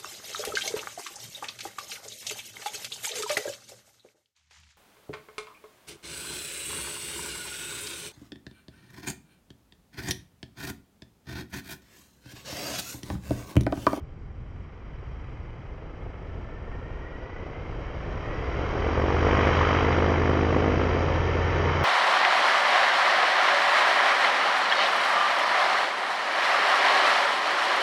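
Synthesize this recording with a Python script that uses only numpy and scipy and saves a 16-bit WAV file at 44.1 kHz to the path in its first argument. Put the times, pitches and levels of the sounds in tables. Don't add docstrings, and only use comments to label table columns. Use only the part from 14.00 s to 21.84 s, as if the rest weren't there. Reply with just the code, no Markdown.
import sys
import numpy as np
from scipy import signal
from scipy.fft import rfft, irfft, next_fast_len
from scipy.io import wavfile

SR = 44100
rng = np.random.default_rng(int(sys.argv[2]) if len(sys.argv) > 2 else 0)


def wrap_up_sound(samples):
    columns = np.atleast_2d(samples).T
    tamed = np.clip(columns, -1, 1)
    steps = np.round(tamed * 32767).astype(np.int16)
    wavfile.write(sys.argv[1], SR, steps)


N = 345744
TIME = np.arange(N) / SR

PINION_TEETH, WHEEL_TEETH, BLADES = 21, 51, 3
IDLE_TURNS_PER_S = 18.77
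FULL_POWER_TURNS_PER_S = 40

EXHAUST_DB, EXHAUST_GROWTH_DB = -28.5, 36
SLAP_DB, SLAP_GROWTH_DB = -50.5, 16
ROAR_DB, ROAR_GROWTH_DB = -29, 18
RUSH_DB, RUSH_GROWTH_DB = -32.5, 20
HISS_DB, HISS_GROWTH_DB = -55.5, 22
HUM_DB, HUM_GROWTH_DB = -46.5, 12
WHINE_DB, WHINE_GROWTH_DB = -48.5, 15
RING_DB, RING_GROWTH_DB = -58.5, 12

UNLOADED_DB, WHINE_UNLOADED_DB, LOADING_S = -6, -16, 1.16
BODY_UNLOADED_DB, BODY_LOADING_S = -9.5, 1.92
SURGE_DB = 1.5
STALL_SLAP_DB, STALL_ROAR_DB = 14.5, 2.5
SWELL_RUSH_DB, SWELL_HISS_DB = 5.5, 4.5
DEEPEN_S, DEEPEN_RISE_S = 5.6, 1
THUMP_DB, DEEP_THUMP_DB, DEEP_HUM_DB, DEEP_SLAP_DB = -0.5, 7, 6, -2
RING_S, RING_RISE_S, RING_LIFT_DB = 6.7, 0.45, 13.5
BRIGHTEN_S, BRIGHTEN_DB_PER_S = 7.38, 8
BREEZE_DB = -38
MICROPHONE_TOP_HZ, TOP_HZ = 8000, 13300
CEILING = .365


def undb(db):
    return 10 ** (np.asarray(db) / 20)


def unit(x):
    return x / np.sqrt(np.mean(x ** 2))


def noise():
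    return rng.standard_normal(N)


def walk(rate_hz):
    bins = np.arange(N // 2 + 1) * SR / N
    return unit(irfft(rfft(noise()) / (1 + (bins / rate_hz) ** 4), N))


def ramp(start_s, rise_s):
    return np.clip((TIME - start_s) / rise_s, 0, 1)


def envelope(start_s, attack_s, hold_s, release_s):
    return ramp(start_s, attack_s) - ramp(start_s + attack_s + hold_s, release_s)


def colour(x, points):
    size = next_fast_len(N + 8192) // 2 * 2
    hz, db = np.transpose(points)
    bins = np.maximum(np.arange(size // 2 + 1) * SR / size, 1)
    outline_db = np.interp(np.log(bins), np.log(hz), db)
    cepstrum = irfft(np.log(undb(outline_db)))
    cepstrum[1:size // 2] *= 2
    cepstrum[size // 2 + 1:] = 0
    response = np.exp(rfft(cepstrum))
    return unit(irfft(rfft(x, size) * response)[:N])


def tones(turns, orders, waver_db):
    out = 0
    for multiple, db in orders:
        half_order = np.round(2 * multiple) / 2
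        level = undb(db + waver_db * walk(0.9))
        out = out + level * np.sin(2 * np.pi * (half_order * turns + rng.random()))
    return np.sqrt(2) * out


# middle in seconds, ease in seconds, speed gained in crankshaft turns per second.
THROTTLE = [(1.61, .164, .79), (4.02, .757, 13.41), (4.57, .286, 9.52)]


def crank_speed():
    gained = sum(gain / (1 + np.exp((middle_s - TIME) / ease_s)) for middle_s, ease_s, gain in THROTTLE)
    unsteady = 1 + .0006 * walk(5)
    return (IDLE_TURNS_PER_S + gained) * unsteady


# multiple of the crankshaft speed, relative level in dB.
EXHAUST_ORDERS = [(1, -14.5), (2, 2), (2.5, -19.5), (3, -9), (3.5, -8), (4.5, -22), (6, -23.5), (9, -22.5),
                  (10, -15.5), (11, -13.5), (13.5, -18)]


def exhaust(turns, octaves):
    return undb(EXHAUST_DB + EXHAUST_GROWTH_DB * octaves) * tones(turns, EXHAUST_ORDERS, waver_db=0.7)


def propeller_levels(octaves):
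    surge = envelope(start_s=0.33, attack_s=0.63, hold_s=0.27, release_s=0.52)
    stall = envelope(start_s=4.422, attack_s=0.61, hold_s=1.62, release_s=0.75)
    swell = envelope(start_s=5.064, attack_s=0.4, hold_s=0.16, release_s=0.63)
    load_db = UNLOADED_DB * (1 - ramp(0, LOADING_S)) + SURGE_DB * surge
    body_db = BODY_UNLOADED_DB * (1 - ramp(0, BODY_LOADING_S))
    deeper_db = DEEP_SLAP_DB * ramp(DEEPEN_S, DEEPEN_RISE_S)
    brighter_db = BRIGHTEN_DB_PER_S * np.maximum(TIME - BRIGHTEN_S, 0)
    roar_db = ROAR_DB + ROAR_GROWTH_DB * octaves + STALL_ROAR_DB * stall + body_db
    rush_db = RUSH_DB + RUSH_GROWTH_DB * octaves + SWELL_RUSH_DB * swell + brighter_db + load_db
    hiss_db = HISS_DB + HISS_GROWTH_DB * octaves + SWELL_HISS_DB * swell + brighter_db + 0.85 * load_db
    slap_db = SLAP_DB + SLAP_GROWTH_DB * octaves + STALL_SLAP_DB * stall + deeper_db + body_db
    return roar_db, rush_db, hiss_db, slap_db


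# frequency in Hz, relative level in dB.
SLAP_COLOUR = [(150, -8), (210, -3.5), (260, -.5), (310, 0), (370, 0), (420, -1), (470, 1), (515, 1.5),
               (570, -7), (660, -3.5), (800, -10), (1100, -8.5), (1500, -15), (2000, -18)]


def blade_slap(passes, slap_db, thump_db, scatter_db):
    blade_hz = np.gradient(passes) * SR
    hz, db = np.transpose(SLAP_COLOUR)
    pulse = 0
    for k in range(3, 40):
        harmonic_hz = k * blade_hz
        thump = np.exp(-.5 * ((harmonic_hz - 235) / 80) ** 2)
        level = undb(np.interp(harmonic_hz, hz, db) + thump_db * thump)
        late = .022 * k ** 2 + .6 * walk(.8)
        pulse = pulse + level * np.cos(2 * np.pi * k * passes - late)
    blade = np.round(passes).astype(int)
    scatter = scatter_db * rng.standard_normal(blade[-1] + 1)[blade]
    return np.sqrt(2) * pulse * undb(slap_db + scatter)


def gate(passes, depth_db, lag):
    bump = (.5 + .5 * np.cos(2 * np.pi * (passes - lag))) ** 3
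    return unit(undb(depth_db * bump))


# frequency in Hz, relative level in dB.
ROAR_COLOUR = [(50, -27.5), (110, 1), (160, -2), (220, -5.5), (310, -0.5), (450, 3.5), (600, -2),
               (740, -4.5), (1000, -19), (1800, -65), (8000, -87.5)]
RUSH_COLOUR = [(400, -14.5), (700, -6), (900, -1), (1100, 0), (1350, -2), (1600, -6), (2150, -5),
               (2750, -14), (3200, -13), (3600, -30.5), (4500, -62), (8000, -86.5)]
HISS_COLOUR = [(2500, -21), (3500, 7), (4250, 1), (5200, 1), (6000, 3), (6600, -2), (7000, -9.5),
               (7600, -21), (8400, -38.5)]


def propeller(passes, firings, octaves):
    roar_db, rush_db, hiss_db, slap_db = propeller_levels(octaves)
    thump_db = THUMP_DB + DEEP_THUMP_DB * ramp(DEEPEN_S, DEEPEN_RISE_S)
    slap = blade_slap(passes, slap_db, thump_db, scatter_db=1.8)
    beat = np.clip(undb(slap_db - roar_db + 9), .35, .75)
    roar_air = noise() * gate(passes, 6 * beat, lag=0.069) * undb(1.0 * walk(60))
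    rush_air = noise() * gate(passes, 6 * beat, lag=0.11) * undb(0.59 * walk(98))
    hiss_air = noise() * gate(passes, 3 * beat, lag=0.32) * undb(.5 * walk(25))
    hiss_air = hiss_air * gate(firings, 1.9, lag=0.27)
    roar = undb(roar_db) * np.sqrt(1 - beat ** 2) * colour(roar_air, ROAR_COLOUR)
    rush = undb(rush_db) * colour(rush_air, RUSH_COLOUR)
    hiss = undb(hiss_db) * colour(hiss_air, HISS_COLOUR)
    return slap + roar + rush + hiss


# multiple of the blade rate, relative level in dB.
HUM_ORDERS = [(1, 3), (2, -0.5)]


def propeller_hum(passes, octaves):
    hum_db = HUM_DB + HUM_GROWTH_DB * octaves + DEEP_HUM_DB * ramp(DEEPEN_S, DEEPEN_RISE_S)
    return undb(hum_db) * tones(passes, HUM_ORDERS, waver_db=4.5)


# multiple of the tooth mesh rate, relative level in dB.
GEAR_ORDERS = [(2, -2), (3, 1.5), (4, 0), (5, -4), (6, -3)]
# multiple of the crankshaft speed, relative level in dB.
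LOADED_ORDERS = [(22, 2.5), (31.5, -3), (42, 0)]
# frequency in Hz, relative level in dB.
GEARBOX_COLOUR = [(400, -12), (950, -3), (1400, -3), (1620, -9), (1850, 1), (2080, 1), (2350, -7),
                  (2750, -10), (3100, -22), (8000, -80)]
# crankshaft turns per second, width in turns per second, rise in dB.
CRITICAL_SPEEDS = [(23, 2.2, 7.5), (30.8, 2.6, 3)]


def gear_whine(speed, turns, octaves, spread_hz):
    chatter_db = sum(db * np.exp(-((speed - centre) / width) ** 2) for centre, width, db in CRITICAL_SPEEDS)
    unloaded_db = WHINE_UNLOADED_DB * (1 - ramp(0, LOADING_S))
    rough_db = WHINE_DB + WHINE_GROWTH_DB * octaves + chatter_db + unloaded_db
    clean_db = RING_DB + RING_GROWTH_DB * octaves + RING_LIFT_DB * ramp(RING_S, RING_RISE_S)
    teeth = 0
    for multiple, db in GEAR_ORDERS:
        angle = 2 * np.pi * multiple * PINION_TEETH * turns
        band = walk(spread_hz) * np.sin(angle) + walk(spread_hz) * np.cos(angle)
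        teeth = teeth + undb(db) * band
    loaded = tones(turns, LOADED_ORDERS, waver_db=0.0)
    return undb(rough_db) * colour(teeth, GEARBOX_COLOUR) + undb(clean_db) * loaded


# start in seconds, attack in seconds, hold in seconds,
# release in seconds, change in dB.
GUSTS = [(.45, 0.24, 0.25, 0.038, -1.5), (1.95, .6, 0.29, 0.42, 2), (3.01, 0.22, 0.083, .05, -3),
         (3.4, 0.95, 1.2, .8, 5.5)]
# frequency in Hz, relative level in dB.
WIND_COLOUR = [(10, -26.5), (20, -2.5), (32, -2.5), (60, -1), (100, -5.5), (140, -10), (200, -19.5),
               (280, -21), (400, -27), (1000, -67)]


def breeze():
    gust_db = sum(db * envelope(*shape) for *shape, db in GUSTS)
    buffets = undb(1.1 * walk(6))
    return undb(BREEZE_DB + gust_db) * colour(noise() * buffets, WIND_COLOUR)


def scene():
    speed = crank_speed()
    turns = np.cumsum(speed) / SR
    octaves = np.minimum(np.log2(speed / FULL_POWER_TURNS_PER_S), 0)
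    passes = turns * BLADES * PINION_TEETH / WHEEL_TEETH
    firings = 2 * turns
    engine = exhaust(turns, octaves)
    blades = propeller(passes, firings, octaves) + propeller_hum(passes, octaves)
    whine = gear_whine(speed, turns, octaves, spread_hz=50)
    return (engine + blades + whine + breeze())[None]


# frequency in Hz, width in Hz, peak in dB.
HOUSING = [(3030, 71, 3.5), (3940, 150, 9), (4786, 130, 11.5), (5524, 193, 8.5)]


def record(dry):
    for hz, width_hz, db in HOUSING:
        ringing = signal.lfilter(*signal.iirpeak(hz, hz / width_hz, fs=SR), dry)
        dry = dry + (undb(db) - 1) * ringing
    dull = signal.sosfilt(signal.ellip(8, .2, 70, MICROPHONE_TOP_HZ, fs=SR, output="sos"), dry)
    clipped = np.clip(dull, -CEILING, CEILING)
    return signal.sosfilt(signal.ellip(8, .2, 70, TOP_HZ, fs=SR, output="sos"), clipped)


dry = scene()
out = record(dry)
wrap_up_sound(out)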